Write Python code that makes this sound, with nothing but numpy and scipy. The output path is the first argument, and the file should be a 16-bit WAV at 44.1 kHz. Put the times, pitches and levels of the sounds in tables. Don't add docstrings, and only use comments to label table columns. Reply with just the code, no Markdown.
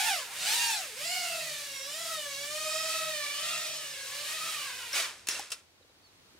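import sys
import numpy as np
from scipy import signal
from scipy.fft import rfft, irfft
from scipy.io import wavfile
from scipy.ndimage import uniform_filter1d, map_coordinates

SR = 44100
rng = np.random.default_rng(int(sys.argv[2]) if len(sys.argv) > 2 else 0)


def store_pcm(level_fs):
    pcm = np.round(np.clip(level_fs, -1, 1) * 32767).astype(np.int16)
    wavfile.write(sys.argv[1], SR, np.atleast_2d(pcm).T)


N = 281799


def amp(db):
    return 10 ** (np.asarray(db) / 20)


def evened(x):
    return x / np.sqrt(np.mean(x ** 2) + 1e-20)


def read(points, hz):
    f, value = np.transpose(points)
    return np.interp(np.log(hz + 1), np.log(f + 1), value)


def track(rows, t):
    s, *columns = np.transpose(rows)
    return [np.interp(t, s, c) for c in columns]


def add(mix, s, sound):
    part = mix[round(s * SR):][:len(sound)]
    part += sound[:len(part)]


def wander(t, hz):
    steps = signal.convolve(rng.standard_normal(5200), np.hanning(9), "same")
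    return np.interp(t * hz * 4, np.arange(5200), evened(steps))


def coloured(x, shape):
    size = x.shape[-1]
    return evened(irfft(rfft(x) * amp(read(shape, np.fft.rfftfreq(size, 1 / SR))), size))


# t/s, f/Hz
THROTTLE = [(0, 779), (.04, 771), (.075, 910), (.11, 797), (.22, 520.5), (.29, 393.8), (.45, 726),
            (.55, 896), (.63, 923.5), (.72, 873), (.8, 742.6), (.93, 408), (1.06, 681), (1.14, 731.3),
            (1.25, 698), (1.5, 613.4), (1.8, 530.7), (1.87, 554.3), (2.01, 664), (2.1, 657), (2.24, 580),
            (2.35, 549), (2.6, 620.2), (2.95, 642), (3.08, 634), (3.25, 575), (3.36, 584), (3.55, 650),
            (3.78, 609), (4.03, 529.2), (4.32, 620), (4.52, 645.3), (4.72, 516.6), (4.92, 453.6),
            (4.96, 764.3), (5.16, 389)]
# t/s, fastest rotor above the middle/%, slowest below/%
STEERING = [(0, 5.8, 2.3), (.04, 12, 7), (.075, 3.5, 23.2), (.115, 3.17, 3), (.2, 10, 9), (.29, 15, 9),
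            (.45, 8.5, 12), (.62, 3.9, 11.6), (.74, 3, 8), (.8, 3.8, 10.5), (.93, 6.7, 6.34),
            (1.1, 1.87, 2.92), (1.38, 6.5, 4.1), (1.85, 2.08, 0.87), (2.03, 3.15, 2.82), (2.4, 1, 0.98),
            (3., 1.91, 2.78), (3.27, 2, 1), (3.46, 10, 2.97), (3.9, 4.4, 4.66), (4.12, 2.35, 6.94),
            (4.5, 2.55, 4.9), (4.92, 3.67, 2.8), (4.96, 14.3, 16.7), (5.16, 12, 16)]
# t/s, raggedness/0-1
RAGGED_AIR = [(0, .35), (.13, .4), (.25, .9), (.42, .95), (.6, .5), (.72, .5), (.85, .8), (1., .75),
              (1.08, .38), (1.6, .55), (1.9, .5), (2.05, .3), (3., .3), (3.3, .5), (3.55, .65), (4.4, .75),
              (4.7, .95), (5., 1.)]
# t/s, overall level/dB, extra for the tone/dB, extra for overtones/dB, their slope/dB per octave
NEARNESS = [(0, -35, -5.5, -6.5, -3), (.06, -36.5, -8.5, -7, -5), (.13, -38, -1, -6.5, -2),
            (.25, -39, -17.5, -4.5, -2), (.32, -37, -20, -9, -12), (.42, -39, -16.5, -12.5, 6),
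            (.47, -38, -9, -6, 1.5), (.54, -36.5, -14, -10.5, 1), (.77, -42.5, -4.5, -4, 1.5),
            (.83, -40.5, -12.5, -10, -3), (1.02, -37.5, -12, -12.5, -1.5), (1.08, -41, -6, -6.5, 2),
            (1.34, -39, -7.5, -7.5, -3), (1.7, -41, -15, -10, 0.5), (2.1, -40, -10.5, -10, 0),
            (2.5, -39.5, -7, -9, 0.5), (2.7, -38, -3.5, -6, 0), (2.9, -36, -12, -9, -0.5),
            (3.08, -37.5, -6, -8.5, -3), (3.25, -38, -10.5, -6.5, -2), (3.45, -37.5, -12, -6, -0.5),
            (3.7, -40, -13, -10, 1), (3.9, -41, -20.5, -11.5, 1), (4.3, -37.5, -16.5, -8, -2.5),
            (4.75, -40, -23, -3.5, -2.5), (4.92, -38.5, -17, -5, -1.5), (5., -38, -6.5, -1.5, 1),
            (5.14, -46, -50, 3, -7.5)]
BLADES, HOVER_HZ, INERTIA_S = 4, 620, .02
SPEED_DB_PER_OCTAVE = 13.5


def rotors():
    t = np.arange(round(THROTTLE[-1][0] * SR)) / SR
    middle = uniform_filter1d(track(THROTTLE, t)[0], round(INERTIA_S * SR), mode="nearest")
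    above, below = track(STEERING, t)
    ragged = track(RAGGED_AIR, t)[0]
    level_db, tone_db, lift_db, slope_db = track(NEARNESS, t)
    swells_db = [lift_db + 1.3 * wander(t, 9) for _ in range(17)]
    fast, slow = middle * (1 + above / 100), middle * (1 - below / 100)
    drifting = middle * (1 + .025 * ragged * wander(t, 3))
    tone, whine, shake, pulsing = np.zeros((4, len(t)))
    for hz, db in [(fast, -1.5), (middle, .1), (drifting, -6), (slow, -2.5)]:
        unsteady_hz = hz * (1 + .035 * ragged ** 3 * wander(t, 45))
        phase = 2 * np.pi * (np.cumsum(unsteady_hz) / SR + rng.random())
        tone += amp(db + 4.1 * ragged * wander(t, 5.2)) * np.cos(phase)
        whine += amp(db) * blade_overtones(t, hz, phase, ragged, swells_db, slope_db)
        shake += amp(db) * shaft_shake(t, middle, phase)
        whine += amp(db) * motor_whine(t, hz, phase, ragged)
        pulsing += np.cos(phase)
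    whine *= amp(-6 * ragged ** 3)
    level = amp(level_db + SPEED_DB_PER_OCTAVE * np.log2(middle / HOVER_HZ))
    level *= np.clip((t[-1] - t) / .095, 0, 1)
    shake *= np.clip((t[-1] - t) / .28, 0, 1)
    return level * (amp(tone_db) * tone + whine) + shake, level * air_hiss(t, ragged, pulsing)


# f/Hz, level/dB
OVERTONES = [(900, -6), (1300, -1.5), (2000, -2), (2700, -.5), (3500, -0.5), (4300, -1.5), (5200, -3.5),
             (6200, -6), (8000, -8), (11000, -25)]
# t/s, delay/ms, share of the direct sound
GROUND_BOUNCE = [(0.9, .41, 0), (1.08, .41, .75), (1.4, .42, .45), (1.8, .55, .3), (2.05, .58, .7),
                 (2.3, .62, .2), (2.5, .62, 0)]


def blade_overtones(t, hz, phase, ragged, swells_db, slope_db):
    gust_clock = np.cumsum(.5 + 1.5 * ragged ** 2) / SR
    delay_ms, share = track(GROUND_BOUNCE, t)
    buzz = np.zeros(len(t))
    for k in range(2, 17):
        blur = ragged * min(.65 + .07 * k, 1)
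        angle, gust_hz = k * phase + .3 * k * k, 25 + 6 * k
        wave = (np.sqrt(1 - blur ** 2) + blur * wander(gust_clock, gust_hz)) * np.cos(angle)
        wave += blur * wander(gust_clock, gust_hz) * np.sin(angle)
        comb = abs(1 + share * np.exp(2j * np.pi * k * hz * delay_ms / 1000)) / np.sqrt(1 + share ** 2)
        buzz += amp(read(OVERTONES, k * hz) + swells_db[k] + slope_db * np.log2(k / 3)) * wave * comb
    return buzz


# multiple of the shaft's turning rate, level/dB
SHAFT_TONES = [(1, -4), (2, -7.5), (3, -9.5), (5, -60), (6, -6.5)]


def shaft_shake(t, blade_hz, phase, frame_hz=162, width_hz=30):
    shake = amp(-64.5) / np.sqrt(1 + (2 * (blade_hz / BLADES - frame_hz) / width_hz) ** 2)
    return shake * sum(amp(db + 2.3 * wander(t, 6)) * np.cos(multiple * phase / BLADES)
                       for multiple, db in SHAFT_TONES)


def motor_whine(t, blade_hz, phase, ragged, tugs_per_turn=42, frame_hz=5634, width_hz=160):
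    match = 1 / (1 + (2 * (tugs_per_turn * blade_hz / BLADES - frame_hz) / width_hz) ** 2)
    calm = np.maximum(1 - (ragged / .76) ** 4, 0)
    return amp(2.3 + 2.33 * wander(t, 33)) * match * calm * np.cos(tugs_per_turn * phase / BLADES)


# f/Hz, level/dB
TIP_HISS = [(150, -21.5), (400, -17), (1000, -11.5), (2000, -3.5), (3500, 0), (6000, -1.5), (9000, -1),
            (12000, -6.5), (15500, -11.5)]
# f/Hz, level/dB
WASH = [(200, -37), (500, -7.5), (1200, -5), (2500, 4.5), (4500, -12), (9000, -30)]


def air_hiss(t, ragged, pulsing):
    tips = coloured(rng.standard_normal((3, len(t))), TIP_HISS) * amp(.28 * pulsing)
    wash = coloured(rng.standard_normal((3, len(t))), WASH) * amp(-5.5) * ragged ** 2
    return (tips + wash) * amp(.7 * wander(t, 30))


# f/Hz, level/dB
YARD_NOISE = [(15, -36), (25, -33), (43, -10), (140, -8.5), (169, -11), (370, -9), (512, -11), (670, -12.5),
              (746, -12), (1680, -14.5), (4420, -13.5), (5060, -16), (15700, -29.5)]
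# f/Hz, likeness/-1 to 1
YARD_LIKENESS = [(60, 0.59), (240, 0.67), (950, 0.32), (3770, -0.42), (15000, 0.055)]
# f/Hz, width/Hz, level/dB
ENGINE_HUM = [(89.3, 29, -82.5)]


def yard(level_db=-61.5):
    hz = np.fft.rfftfreq(N, 1 / SR)
    left, other = rfft(rng.standard_normal((2, N)))
    same = np.clip(read(YARD_LIKENESS, hz), -1, 1)
    right = same * left + np.sqrt(1 - same ** 2) * other
    noise = evened(irfft(amp(read(YARD_NOISE, hz)) * np.array([left, right]), N))
    hum = sum(amp(db) * evened(irfft(left / (1 + (2 * (hz - f) / width) ** 4), N))
              for f, width, db in ENGINE_HUM)
    return amp(level_db + 1.5 * wander(np.arange(N) / SR, 2.41)) * noise + hum


# t/s, rise/s, level/dB, drag/s, change during the drag/dB, time to fade 60 dB after it/s, tail/dB
SCUFFS = [(4.915, 0.041, -33.5, 0.068, -9, 0.38, -14), (5.2709, 0.0025, -34, 0.0082, -11, 0.37, -41),
          (5.284, .002, -34, 0.1, -8.5, 0.41, -44), (5.503, 0.0011, -45, .01, -6, .1, -37),
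          (5.518, 0.0012, -31.5, 0.034, -20, 0.23, -53)]
# f/Hz, level/dB
GRIT = [(88, -57), (150, -24), (511, -9), (633, -6.5), (815, -14), (990, -4.5), (1380, -2.5), (2160, -1.5),
        (2620, 0), (8420, 1.5), (15700, -15.5)]


def scuffs(dulling_s=.065, tail_fade_s=1., rattle_db=-14):
    t = np.arange(N) / SR
    high_power, low_power = np.zeros((2, N))
    noise = rng.standard_normal((3, N))
    grains = amp(1.4 * rng.standard_normal(N // 40 + 1).repeat(40)[:N])
    grit = coloured(noise * grains, GRIT)
    low = signal.lfilter(*signal.butter(1, 1500, fs=SR), grit)
    for s, rise, db, drag, loss_db, fade_s, tail_db in SCUFFS:
        after = np.maximum(t - s - rise, 0)
        attack = np.clip((t - s) / rise, 0, 1) ** 2
        decay = amp(loss_db * np.minimum(after / drag, 1) - 60 * np.maximum(after - drag, 0) / fade_s)
        tail = amp(tail_db - 60 * after / tail_fade_s)
        level = amp(db) * attack * (decay + tail)
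        bass_db = 12.5 - 14 * np.exp(-after / dulling_s)
        high_power += level ** 2
        low_power += (level * amp(bass_db)) ** 2
    scrape = np.sqrt(high_power) * (grit - low) + np.sqrt(low_power) * low
    ring = frame_ring(t[:4000])
    rattle = signal.oaconvolve(scrape, ring[None] / np.linalg.norm(ring), axes=1)[:, :N]
    return scrape + amp(rattle_db) * rattle


# f/Hz, level/dB, time to fade 60 dB/s
FRAME_NOTES = [(2710, -8.5, 0.046), (4160, -10, 0.017), (5530, -0.5, 0.035), (6600, 1, 0.009),
               (8100, -10, 0.0087), (10750, 11, 0.0043)]


def frame_ring(t):
    return sum(amp(db - 60 * t / fade_s) * np.sin(2 * np.pi * hz * t) for hz, db, fade_s in FRAME_NOTES)


# t/s, level/dB, f/Hz, time to fade 60 dB/s, crack against the ring/dB
KNOCKS = [(4.931, -22.5, 5600, 0.034, -13), (4.946, -32, 1500, .03, -6), (5.271, -34, 4300, 0.014, 2),
          (5.287, -18.5, 7000, .012, 1.7), (5.309, -26, 5700, 0.047, -16), (5.316, -28, 5200, 0.042, -11),
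          (5.352, -34.5, 2740, 0.099, -14), (5.395, -28, 816, 0.026, -2), (5.504, -38, 5000, .02, -3),
          (5.518, -30.5, 2710, 0.052, -0.5), (5.529, -59, 1360, 0.34, -20)]
# t/s, level/dB, f/Hz
BUMPS = [(5.287, -45, 396), (5.81, -58, 487), (5.847, -62, 463), (5.898, -63, 520), (6.26, -66, 170),
         (6.348, -55, 337)]


def knocks():
    out, t = np.zeros(N), np.arange(6000) / SR
    noises = rng.standard_normal((len(KNOCKS), len(t)))
    cracks = signal.lfilter(*signal.butter(2, 1800, "high", fs=SR), noises) * amp(-60 * t / .005)
    for (s, db, hz, fade_s, crack_db), crack in zip(KNOCKS, cracks):
        ring = np.sin(2 * np.pi * hz * t) * amp(-60 * t / fade_s) * (1 - np.exp(-t / .00038))
        add(out, s, amp(db) * (.8 * ring + amp(crack_db) * (.36 * frame_ring(t) + crack)))
    for s, db, hz in BUMPS:
        add(out, s, amp(db) * bump(t, hz))
    return signal.lfilter(*signal.butter(2, 170, "high", fs=SR), out)


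def bump(t, hz):
    wave = amp(-60 * t / .025) * np.sin(2 * np.pi * hz * t) * (1 - np.exp(-t / .0013))
    return wave / abs(wave).max()


# t/s, length/s, start f/Hz, middle f/Hz, end f/Hz, level/dB
CHIRPS = [(5.75, .02, 3980, 3830, 3800, -80), (5.819, 0.018, 4000, 3880, 3600, -65),
          (5.887, .025, 4030, 3930, 3800, -66), (6.017, 0.076, 4200, 4470, 3750, -63),
          (6.085, .025, 3800, 3900, 4100, -63), (6.275, .025, 3880, 3800, 3700, -69)]


def bird():
    out = np.zeros(N)
    for s, length, *hz, db in CHIRPS:
        progress = np.linspace(0, 1, round(length * SR))
        glide = np.polyval(np.polyfit([0, .5, 1], hz, deg=2), progress)
        level = amp(db + 3 * wander(progress * length, 97)) * np.sin(np.pi * progress)
        add(out, s, level * np.sin(2 * np.pi * np.cumsum(glide) / SR))
    return out


def echoes(x, patterns=8, changes_per_s=9, fade_s=.06):
    t, place = np.arange(8000) / SR, np.arange(N) / SR * changes_per_s % patterns
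    out = np.array([x, 0 * x, 0 * x])
    for k in range(patterns):
        taps = rng.choice([-1., 1.], (2, len(t))) * (rng.random((2, len(t))) < .06)
        taps *= amp(-60 * t / fade_s)
        taps /= np.linalg.norm(taps, axis=1, keepdims=True)
        apart = np.abs((place - k + patterns / 2) % patterns - patterns / 2)
        blend = np.cos(np.pi / 2 * np.minimum(apart, 1))
        out[1:] += signal.oaconvolve((x * blend)[None], taps, axes=1)[:, :N]
    return out


# f/Hz, likeness/0-1
DRONE_LIKENESS = [(60, .75), (150, .8), (380, .92), (950, .88), (2400, .68), (6000, .56), (10000, .46),
                  (15000, .28)]
# f/Hz, left over right/dB
BALANCE = [(60, -2), (150, 0.5), (380, 2), (950, 3), (2380, -2.5), (5980, 2.5), (15000, 4)]
# t/s, left arrives earlier/microseconds, left over right/dB
BEARING = [(0, 9, -2.1), (2, -2, -2), (2.5, 10, -2.1), (3.2, 38, -2.3), (3.7, 39, -1), (4.2, 21, -1.7),
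           (5, 15, -1.5), (6.4, 18, -1.5)]


def patio(rows):
    hz, samples = np.fft.rfftfreq(N, 1 / SR), np.arange(N)
    same, sides = np.clip(read(DRONE_LIKENESS, hz), 0, 1), np.array([[.5], [-.5]])
    lead_us, pan_db = track(BEARING, samples / SR)
    direct = [map_coordinates(rows[0], [samples + side * lead_us * SR / 1e6], order=5) for side in sides]
    heard = np.sqrt(same) * rfft(direct) + np.sqrt(1 - same) * rfft(rows[1:])
    return irfft(heard * amp(sides * read(BALANCE, hz)), N) * amp(sides * pan_db)


def scene():
    tones, hiss = rotors()
    tones = np.pad(tones, (0, N - len(tones)))
    hiss = np.pad(hiss, [(0, 0), (0, N - hiss.shape[1])])
    hits = echoes(knocks()) * amp([[2.5], [-4], [-4]])
    drone = patio(echoes(tones) + hiss + scuffs() + hits)
    return drone + bird() * amp([[-1.5], [1.5]]) + yard()


def record(dry, edge_hz=15800):
    return signal.oaconvolve(dry, signal.firwin(511, edge_hz, window=("kaiser", 9), fs=SR)[None], "same")


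dry = scene()
out = record(dry)
store_pcm(out)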